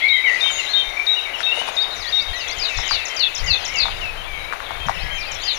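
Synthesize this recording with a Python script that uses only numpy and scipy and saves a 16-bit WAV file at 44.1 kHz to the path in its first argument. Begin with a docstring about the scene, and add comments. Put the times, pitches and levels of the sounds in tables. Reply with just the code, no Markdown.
"""Small birds sing around a blossoming tree, their notes echoing among the trees, nearly all on the left.
From the start, open air hisses, far song blurs, leaves stir and a breeze rumbles on the microphone.
At once a throaty warbler, whistlers, a piping bird and a peeping bird join in; slurs and dry ticks follow.
Near 2 s the piping gives way to faint falling calls, low slides and then loud, steep downward sweeps.
The gusts are strongest after 3 s; the song thins out after 4 s, and one last sweep comes near the end."""
import sys
import numpy as np
from scipy import signal
from scipy.fft import rfft, irfft, next_fast_len
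from scipy.io import wavfile
from scipy.ndimage import uniform_filter1d, minimum_filter1d, map_coordinates

SR = 44100
rng = np.random.default_rng(int(sys.argv[2]) if len(sys.argv) > 2 else 0)


def put_to_file(sound):
    """Save the sound as 16-bit audio at rate SR, in the file named by the first command-line argument."""
    columns = np.atleast_2d(sound).T  # one column per channel
    safe = np.clip(columns, -1, 1)
    whole_steps = np.round(safe * 32767)
    wavfile.write(sys.argv[1], SR, whole_steps.astype(np.int16))


N = 246078   # samples: about 5.6 s


def from_db(db):
    """Turn decibels into a number to multiply a sound by."""
    return 10 ** (np.asarray(db) / 20)


def rms_one(x):
    """Scale a sound so that its average power is 1."""
    return x / np.sqrt(np.mean(x ** 2) + 1e-20)


def in_time(rows):
    """Join a table's points with straight lines: one curve for each column after the time."""
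    s, *columns = np.transpose(rows)
    return [np.interp(np.arange(N) / SR, s, c) for c in columns]


def add(out, s, sound):
    """Mix a sound in at s seconds."""
    i = int(np.clip(round(s * SR), 0, N))
    out[i:i + len(sound)] += sound[:N - i]


def delayed(x, s):
    """The same sound s seconds later."""
    return np.interp(np.arange(N) - s * SR, np.arange(N), x, left=0)


def drift(rate, size=N):
    """A smooth random wobble, about 1 in size, that turns about rate times a second."""
    knots = rng.standard_normal(size // 50 + 4)
    return map_coordinates(knots, [np.arange(size) * min(rate / SR, 1 / 50)], order=2, mode="mirror")


def noise(spectrum):
    """Noise of power 1; the table says how strong each frequency is."""
    hz, db = np.transpose(spectrum)
    size = next_fast_len(N)
    f = np.maximum(np.fft.rfftfreq(size, 1 / SR), 1)
    octaves_outside = np.abs(np.log2(f / np.clip(f, hz[0], hz[-1])))
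    gain = from_db(np.interp(np.log(f), np.log(hz), db) - 20 * octaves_outside)
    return rms_one(irfft(rfft(rng.standard_normal(size)) * gain, size)[:N])


def swells(rows):
    """The strength over time of short events that each grow and fade smoothly."""
    t = np.arange(N) / SR
    return sum(from_db(db) * np.cos(np.pi * np.clip((t - s) / length, -.5, .5)) ** 2
               for s, length, db in rows)


def bird_voice(hz, level, waver, flutter_db):
    """A bird's voice box makes a nearly pure tone; its pitch wavers and its strength flutters."""
    size = len(hz)
    phase = 2 * np.pi * np.cumsum(hz * (1 + waver * drift(253, size))) / SR
    to_edge_s = np.minimum(np.arange(size), np.arange(size)[::-1]) / SR
    flutter = from_db(flutter_db * drift(121.6, size))
    return np.sin(phase) * level * flutter * np.minimum(to_edge_s / .00086, 1)


def song(shape, repeats, waver, flutter_db):
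    """One bird repeats its note, a little higher or lower each time."""
    s, hz, db = np.transpose(shape)
    t = np.arange(int(s[-1] * SR)) / SR
    note_hz, note_db = np.interp(t, s, hz), np.interp(t, s, db)
    out = np.zeros(N)
    for start, level_db, ratio in repeats:
        add(out, start, bird_voice(ratio * note_hz, from_db(level_db + note_db), waver, flutter_db))
    return out


def whistles(rows, waver, flutter_db, fade=.27):
    """Each whistle bends through three pitches; fade is the share of it spent fading in and out."""
    out = np.zeros(N)
    for start, length, first, middle, last, level_db in rows:
        progress = np.linspace(0, 1, int(max(length, .01) * SR))
        hz = np.polyval(np.polyfit([0, .5, 1], [first, middle, last], 2), progress)
        level = from_db(level_db) * signal.windows.tukey(len(progress), fade)
        add(out, start, bird_voice(hz, level, waver, flutter_db))
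    return out


def among_trees(x, tail_db, tail_s, echoes=()):
    """A sound, its clear echoes and a tail scattered by branches, which dies by 60 dB in tail_s."""
    t = np.arange(SR) / SR
    twigs = rng.standard_normal(SR) * from_db(4.4 * drift(301.5, SR))   # reflections come in clumps
    scatter = twigs * from_db(-60 * t / tail_s) * np.minimum(t / .0074, 1)
    tail = signal.fftconvolve(x, scatter / np.linalg.norm(scatter))[:N]
    return x + from_db(tail_db) * tail + sum(from_db(db) * delayed(x, s) for s, db in echoes)


def far_chirps(low_hz, high_hz, count, glide=.08):
    """Distant birds throw in short glides at random, mostly falling and blurred by echoes."""
    rows = []
    for when, span, pitch, slope, distance in rng.random((count, 5)):
        hz = low_hz * (high_hz / low_hz) ** pitch
        bend = glide * np.sign(slope - .3) * (.5 + span)
        arc_hz = hz * (1 + bend), hz, hz * (1 - bend / 2)
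        rows.append((when * N / SR, .0322 + .0471 * span, *arc_hz, -6 * distance))
    return rms_one(among_trees(whistles(rows, waver=.01, flutter_db=2.5), tail_db=4, tail_s=.5))


# the tone of open air, far song and high twitter: (frequency [Hz], level [dB])
AIR_TONE = [(100, -42), (230, -10), (400, -3), (720, 4.5), (1000, 1), (1600, 0.5), (2500, -6), (4500, -16),
            (7000, -60)]
FAR_SONG_TONE = [(1500, -21), (1900, 1.5), (2200, 4), (2700, 2.5), (3400, -6.5), (3850, 0.5), (4500, -11.5),
                 (5200, -18.5), (7000, -27.5)]
TWITTER_TONE = [(3500, -3), (5000, -13.5), (6900, -6), (7400, -13), (8200, -23.5)]
# how loud each one is: (time [s], air [dB], far song [dB], twitter [dB])
BACKGROUND_LEVELS = [(0, -32.5, -22, -50), (.15, -37.5, -34, -55.5), (.35, -28, -29.5, -40.5),
                     (.62, -31, -29, -43), (.8, -32.5, -34, -47.5), (1.6, -30, -31.5, -48),
                     (2.2, -32.5, -35.5, -45.5), (2.88, -31, -26.5, -43), (3.28, -33, -31.5, -46),
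                     (3.8, -30.5, -30, -44), (4.3, -32.5, -34.5, -57), (5.0, -31.5, -32.5, -50.5),
                     (5.58, -33.5, -28, -53)]

def background():
    """Open air hisses; far song and high twitter are each a blur with chirps standing out of it."""
    air_db, song_db, twitter_db = in_time(BACKGROUND_LEVELS)
    air = from_db(air_db + 1.15 * drift(25)) * noise(AIR_TONE)
    low_chirps, high_chirps = far_chirps(1900, 4000, count=130), far_chirps(4500, 6600, count=110)
    far_song = from_db(-2) * noise(FAR_SONG_TONE) + from_db(-.5) * low_chirps
    twitter = from_db(.5) * noise(TWITTER_TONE) + from_db(2) * high_chirps
    return air + from_db(song_db) * far_song + from_db(twitter_db + 1.8 * drift(40)) * twitter


# the tone of the wind's deep rumble and of the flutter above it: (frequency [Hz], level [dB])
RUMBLE_TONE = [(12, 4.5), (30, 4), (50, -4), (85, -6.5), (130, -18.5), (200, -46), (400, -38), (900, -57)]
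FLUTTER_TONE = [(70, -3.5), (120, -4.5), (170, -2.5), (250, -21), (500, -22)]
# how hard the breeze blows on the microphone: (time [s], left [dB], right [dB])
BREEZE_LEVELS = [(0, -48, -52.5), (.8, -45, -50.5), (1.75, -50, -51), (2.0, -40, -49), (2.6, -44.5, -43),
                 (2.95, -34, -44), (3.17, -53.5, -49), (3.45, -26, -41), (3.68, -41, -41), (3.95, -32, -31),
                 (4.35, -30, -47), (4.58, -42, -47), (4.85, -26.5, -46), (5.33, -34.5, -39),
                 (5.48, -41, -45), (5.58, -50, -38)]
# single swirls of air that bump the left side: (peak time [s], length [s], level [dB])
WIND_BUMPS = [(.89, 0.075, -32.5), (2.0, .1, -34), (2.295, 0.098, -21), (2.61, 0.13, -30),
              (2.78, 0.083, -20.5), (3.43, 0.13, -26), (3.51, 0.095, -22.5), (5.04, 0.079, -20)]

def breeze():
    """Swirls of air hit each side of the microphone separately; small, quick ones add a flutter."""
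    left_db, right_db = in_time(BREEZE_LEVELS)
    sides = []
    for strength in np.hypot(from_db(left_db), swells(WIND_BUMPS)), from_db(right_db):
        wind = noise(RUMBLE_TONE) + from_db(-17.5 + 6.3 * drift(30)) * noise(FLUTTER_TONE)
        steady = wind / np.sqrt(uniform_filter1d(wind ** 2, size=3000) + .05)   # even it out first
        lumps = from_db(2.5 * drift(35))
        sides.append(strength * steady * lumps)
    return np.array(sides)


# the tone of the leaves: (frequency [Hz], level [dB])
LEAF_TONE = [(1000, 5), (3000, 10.5), (6000, 0), (7000, -0.5), (7700, -10), (8400, -9.5), (9500, 6),
             (10500, -25), (12000, -13), (14000, -22)]
# moments when they brush together: (peak time [s], length [s], level [dB])
LEAF_BRUSHES = [(.48, 0.78, -35.5), (1.41, 0.058, -29), (1.59, 0.14, -28), (1.685, 0.07, -28),
                (2.335, 0.065, -37), (2.92, .05, -36), (4.97, 0.047, -37)]

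def leaves(rest_db=-41.5, grain_db=2):
    """Leaves brush in crisp, grainy swells and never quite settle in between."""
    strength = np.hypot(from_db(rest_db), swells(LEAF_BRUSHES))
    return strength * rms_one(noise(LEAF_TONE) * from_db(grain_db * drift(350)))


# the tone of a thin, high hiss and of a soft rush on the right: (frequency [Hz], level [dB])
HISS_TONE = [(8500, -14), (10000, 1), (11000, -3.5), (12800, -4.5), (13700, 2), (15000, -3.5), (15400, -20)]
RUSH_TONE = [(40, -8), (200, -4.5), (500, 1), (1000, -10.5), (3000, -8.5), (8000, -43), (15000, -23.5)]

def steady_hiss():
    """Each side has its own faint, high hiss; the right also has a soft, lower rush."""
    left = from_db(-50.5) * noise(HISS_TONE)
    right = from_db(-77) * noise(HISS_TONE) + from_db(-53.5) * noise(RUSH_TONE)
    return np.array([left, right])


# throaty notes: (time [s], length [s], start pitch [Hz], middle pitch [Hz], end pitch [Hz], level [dB])
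WARBLE_NOTES = [(0.01, 0.086, 1928, 2250, 2264, -10), (0.08, 0.13, 2290, 2106, 1976, -14.5),
                (0.232, 0.076, 2349, 2062, 1840, -10.5), (0.295, 0.067, 1887, 1940, 2047, -14),
                (0.963, 0.0445, 2258, 2356, 2240, -15.5), (1.01, 0.14, 2360, 2297, 2120, -29),
                (1.25, 0.037, 2390, 2240, 2250, -24)]
# their echoes from trunks and walls: (delay [s], level [dB])
WARBLE_BOUNCES = [(.026, -3.5), (.049, -16.5)]

def warbling_bird():
    """A low, throaty bird; its glides overlap their own strong echoes, which makes them throb."""
    notes = whistles(WARBLE_NOTES, waver=.012, flutter_db=1.5, fade=.55)
    return among_trees(notes, tail_db=-3.5, tail_s=.53, echoes=WARBLE_BOUNCES)


# lone whistles: (time [s], length [s], start pitch [Hz], middle pitch [Hz], end pitch [Hz], level [dB])
WHISTLE_NOTES = [(0.04, 0.071, 4160, 4220, 4270, -30), (0.258, 0.047, 3150, 2900, 2580, -19.5),
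                 (0.429, 0.093, 2260, 2263, 2256, -23.5), (0.503, 0.11, 7160, 6640, 7320, -25.5),
                 (0.572, 0.05, 3280, 2810, 2670, -20), (0.662, 0.099, 3240, 4230, 3700, -21),
                 (0.68, 0.12, 1697, 1656, 1590, -32), (0.83, 0.19, 2200, 2123, 2190, -29.5),
                 (1.162, 0.042, 2880, 2850, 2530, -18.5), (1.332, 0.035, 2925, 2890, 2550, -20.5),
                 (1.458, 0.098, 2656, 2710, 2910, -16), (1.556, 0.075, 2940, 2906, 3110, -20.5),
                 (2.035, 0.068, 2016, 1870, 1830, -28.5), (2.179, 0.074, 2335, 2256, 2150, -28.5),
                 (2.327, 0.069, 1866, 1960, 1970, -25), (2.598, 0.08, 2205, 2520, 2500, -28),
                 (2.69, 0.23, 2448, 2140, 2125, -28), (3.425, 0.076, 1905, 2044, 1805, -25.5),
                 (3.681, 0.0945, 1960, 2240, 2183, -24), (4.264, 0.16, 2386, 2258, 2110, -28),
                 (4.38, 0.083, 3860, 3850, 3840, -33.5), (4.469, 0.064, 2186, 2330, 2385, -28.5),
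                 (4.93, 0.17, 5130, 5260, 5290, -40), (5.022, 0.14, 1690, 1675, 1570, -31),
                 (5.173, 0.09, 2360, 2390, 2340, -29)]

def whistling_birds(far_count=14, far_hz=2213, far_s=.12, far_db=-36):
    """Birds further off whistle single notes; distant ones take turns with low, randomly bent notes."""
    far_notes = []
    for turn, (late, stretch, pitch, *bends) in enumerate(rng.uniform(-1, 1, (far_count, 6))):
        start = (turn + .5 + late / 2) / far_count * N / SR
        arc_hz = far_hz * (1 + .07 * pitch + .0292 * np.array(bends))
        far_notes.append((start, far_s * (1 + stretch / 2), *arc_hz, far_db))
    notes = whistles(WHISTLE_NOTES + far_notes, waver=.005, flutter_db=2)
    return among_trees(notes, tail_db=-6, tail_s=.5)


# one piping note: (time into the note [s], pitch [Hz], level [dB])
PIPE_NOTE = [(0, 5100, -15), (.003, 3950, -5), (.008, 3670, -1), (.03, 3780, 1), (.058, 3780, -.5),
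             (.074, 3700, -2), (.086, 3620, -5)]
# each time it is sung: (time [s], level [dB], pitch [ratio])
PIPE_REPEATS = [(0.084, -12, 1.012), (0.404, -11.5, 0.98), (0.73, -10, 0.98), (1.065, -10, 1.006),
                (1.429, -13.5, 0.99), (1.765, -11.5, 0.99), (2.122, -11, 0.99)]
# its echo from trunks and walls: (delay [s], level [dB])
PIPE_BOUNCES = [(.058, -12)]

def piping_bird():
    """A near bird pipes three times a second; each note drops quickly onto a held pitch."""
    notes = song(PIPE_NOTE, PIPE_REPEATS, waver=.005, flutter_db=.8)
    return among_trees(notes, tail_db=-9.5, tail_s=.8, echoes=PIPE_BOUNCES)


# peeps: (time [s], length [s], pitch [Hz], level [dB])
PEEP_NOTES = [(.12, 0.084, 3180, -20.5), (.437, 0.086, 3160, -17), (.757, .087, 3170, -17),
              (2.28, 0.077, 3200, -29.5), (2.555, 0.056, 3190, -29.5), (2.83, 0.063, 3090, -26),
              (3.093, 0.049, 3160, -27), (3.37, 0.047, 3195, -28), (3.9, 0.04, 3160, -30),
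              (4.17, 0.058, 3115, -27.5), (4.795, 0.081, 3195, -25.5), (5.102, 0.095, 3150, -24),
              (5.42, 0.12, 3130, -24.5)]

def peeping_bird():
    """A bird further off peeps on almost one pitch, a touch lower at both ends of each note."""
    rows = [(s, length, .98 * hz, hz, .968 * hz, db) for s, length, hz, db in PEEP_NOTES]
    return among_trees(whistles(rows, waver=.004, flutter_db=1.2), tail_db=-10, tail_s=.45)


# sinking slurs and rising slurs: (time [s], level [dB])
SINKING_SLURS = [(0.362, -36), (1.905, -28), (2.329, -26), (2.755, -29.5)]
RISING_SLURS = [(1.772, -25.5), (2.042, -23.5), (2.167, -24.5), (2.472, -25.5), (2.555, -34), (3.355, -29),
                (4.978, -31.5), (5.228, -31.5), (5.383, -28)]

def slurring_birds(sink_s=.079, sink_hz=(4420, 3920, 3690), rise_s=.068, rise_hz=(3180, 4250, 5100)):
    """Birds further off sing slurs: short notes that glide smoothly down or up."""
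    sinks = [(s, sink_s, *sink_hz, db) for s, db in SINKING_SLURS]
    rises = [(s, rise_s, *rise_hz, db) for s, db in RISING_SLURS]
    return among_trees(whistles(sinks + rises, waver=.006, flutter_db=2.5), tail_db=-8, tail_s=.4)


# dry ticks close by: (time [s], level [dB], pitch [Hz], rebound compared with the tick [dB])
TICK_HITS = [(0.461, -15, 940, -17), (0.504, -15.5, 1560, -9), (1.405, -9, 1663, -19),
             (1.574, -15.5, 690, -3), (1.615, -13, 820, -17), (1.678, -15.5, 1080, 3.5),
             (1.763, -18.5, 760, -20), (2.788, -13, 970, -9), (2.910, -6, 1210, -11.5),
             (3.855, -12.5, 1040, -5), (3.883, -12.5, 1080, -12), (4.525, -8, 1400, -3),
             (4.603, -15, 1290, -17), (4.707, -12, 1000, -14), (4.772, -18, 1170, -16),
             (4.885, -5.5, 1076, 1.5)]

def dry_ticks(rebound_s=.0095, rebound_pitch=.794, crack_s=.011, crack_db=-14):
    """Each tick and its lower rebound is a few quickly sinking vibrations with a faint, dull crack."""
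    out, t = np.zeros(N), np.arange(SR // 40) / SR
    dull = signal.butter(2, 3500, fs=SR, output="sos")
    for start, db, pitch_hz, rebound_db in TICK_HITS:
        rebound = start + rebound_s, db + rebound_db, pitch_hz * rebound_pitch
        for s, peak_db, hz in (start, db, pitch_hz), rebound:
            age = t * hz   # time counted in vibrations
            sinking_hz = hz * (.75 + 1.1 * np.exp(-age))
            body = age * np.exp(1 - age) * np.sin(2 * np.pi * np.cumsum(sinking_hz) / SR)
            crack = signal.sosfilt(dull, rng.standard_normal(len(t))) * np.exp(-t / crack_s)
            add(out, s, from_db(peak_db) * (body + from_db(crack_db) * crack))
    return among_trees(out, tail_db=-8.5, tail_s=.12)


# one falling call: (time into the note [s], pitch [Hz], level [dB])
FALL_NOTE = [(0, 7500, -2), (0.02, 6500, 3), (0.04, 5700, 4), (0.058, 5400, 8.5), (0.075, 4500, 14.5),
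             (0.092, 3650, 10.5)]
# each time it is sung: (time [s], level [dB], pitch [ratio])
FALL_REPEATS = [(1.946, -39, 0.96), (2.343, -40.5, 0.95), (2.689, -45.5, 1.07), (3.571, -40, 0.89),
                (3.99, -49, 0.94), (5.146, -42, 0.99), (5.53, -35, 0.98)]

def falling_calls():
    """A bird's faint call starts very high and grows as it falls by about an octave."""
    notes = song(FALL_NOTE, FALL_REPEATS, waver=.006, flutter_db=2.4)
    return among_trees(notes, tail_db=-3, tail_s=.4)


# one low slide: (time into the note [s], pitch [Hz], level [dB])
SLIDE_NOTE = [(0, 3140, -12), (0.018, 2920, 1), (0.036, 2720, 0.5), (0.07, 2620, -1.5), (0.105, 2565, -1)]
# each time it is sung: (time [s], level [dB], pitch [ratio])
SLIDE_REPEATS = [(2.134, -32.5, 1.03), (2.384, -25.5, 1.01), (2.665, -23, 0.99), (2.927, -22.5, 1.02),
                 (3.196, -20, 1), (3.466, -18.5, 0.99), (3.735, -20, 0.99), (4.005, -21, 0.99),
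                 (4.932, -28.5, 0.98), (5.244, -29, 0.92)]

def sliding_bird():
    """A near bird repeats a lower note that slides gently down."""
    notes = song(SLIDE_NOTE, SLIDE_REPEATS, waver=.0024, flutter_db=1)
    return among_trees(notes, tail_db=-7, tail_s=.5)


# one thin "tsip" and one steep sweep: (time into the note [s], pitch [Hz], level [dB])
TSIP_NOTE = [(0, 7150, -8), (.008, 5800, 0), (.015, 5150, -6), (.025, 5120, -7), (.032, 5700, -13)]
SWEEP_NOTE = [(0, 6904, -14), (.005, 5815, -11), (.010, 5050, -13.5), (.034, 4703, -7.5), (.046, 4380, -2),
              (.06, 3980, -4), (.076, 3622, -2.5), (.091, 3380, -12)]
# each time they are sung: (time [s], level [dB], pitch [ratio])
TSIP_REPEATS = [(2.477, -26.5, 1.06), (2.77, -18.5, 1.03), (3.053, -19, 0.99), (3.347, -18.5, 1),
                (3.648, -18, 1.01), (4.863, -32, 1.03), (5.314, -24, 1.03)]
SWEEP_REPEATS = [(2.583, -13.5, 1.036), (2.877, -11, 1.01), (3.163, -10, 0.97), (3.461, -9, 1),
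                 (3.757, -10, 1), (5.436, -12.5, 1)]
# their echo from trunks and walls: (delay [s], level [dB])
SWEEP_BOUNCES = [(.0285, -2.5)]

def sweeping_bird(flick_lead_s=.02, flick_s=.0143, flick_hz=(6220, 6940, 7100)):
    """A near bird repeats a thin tsip, an upward flick and a loud downward sweep; leaves smear them."""
    flick_rows = [(s - flick_lead_s, flick_s, *flick_hz, db - 20.5) for s, db, _ in SWEEP_REPEATS]
    tsips = song(TSIP_NOTE, TSIP_REPEATS, waver=.016, flutter_db=3)
    flicks = whistles(flick_rows, waver=.006, flutter_db=2.2)
    sweeps = song(SWEEP_NOTE, SWEEP_REPEATS, waver=.003, flutter_db=3)
    smeared = among_trees(tsips + flicks + sweeps, tail_db=-11, tail_s=.13)
    return among_trees(smeared, tail_db=-9, tail_s=.53, echoes=SWEEP_BOUNCES)


def scene():
    """The right side hears the left's sounds later and much weaker; each has its own wind and hiss."""
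    left = background() + leaves() + warbling_bird() + whistling_birds() + piping_bird() + peeping_bird()
    left += slurring_birds() + dry_ticks() + falling_calls() + sliding_bird() + sweeping_bird()
    right = from_db(-27) * delayed(left, .0005)
    return np.array([left, right]) + breeze() + steady_hiss()


def record(dry):
    """A limiter eases the loudest peaks; the microphone has a narrow treble dip; the very top is cut."""
    ceiling, dip_hz, dip_width_hz, top_hz = .8, 12280, 790, 15720
    allowed_gain = np.minimum(1, ceiling / (np.abs(dry).max(axis=0) + 1e-9))
    gain = uniform_filter1d(minimum_filter1d(allowed_gain, size=401), size=401)
    dipped = signal.lfilter(*signal.iirnotch(dip_hz, dip_hz / dip_width_hz, fs=SR), dry * gain)
    return signal.sosfilt(signal.ellip(12, .1, 90, top_hz, fs=SR, output="sos"), dipped)


dry = scene()
out = record(dry)
put_to_file(out)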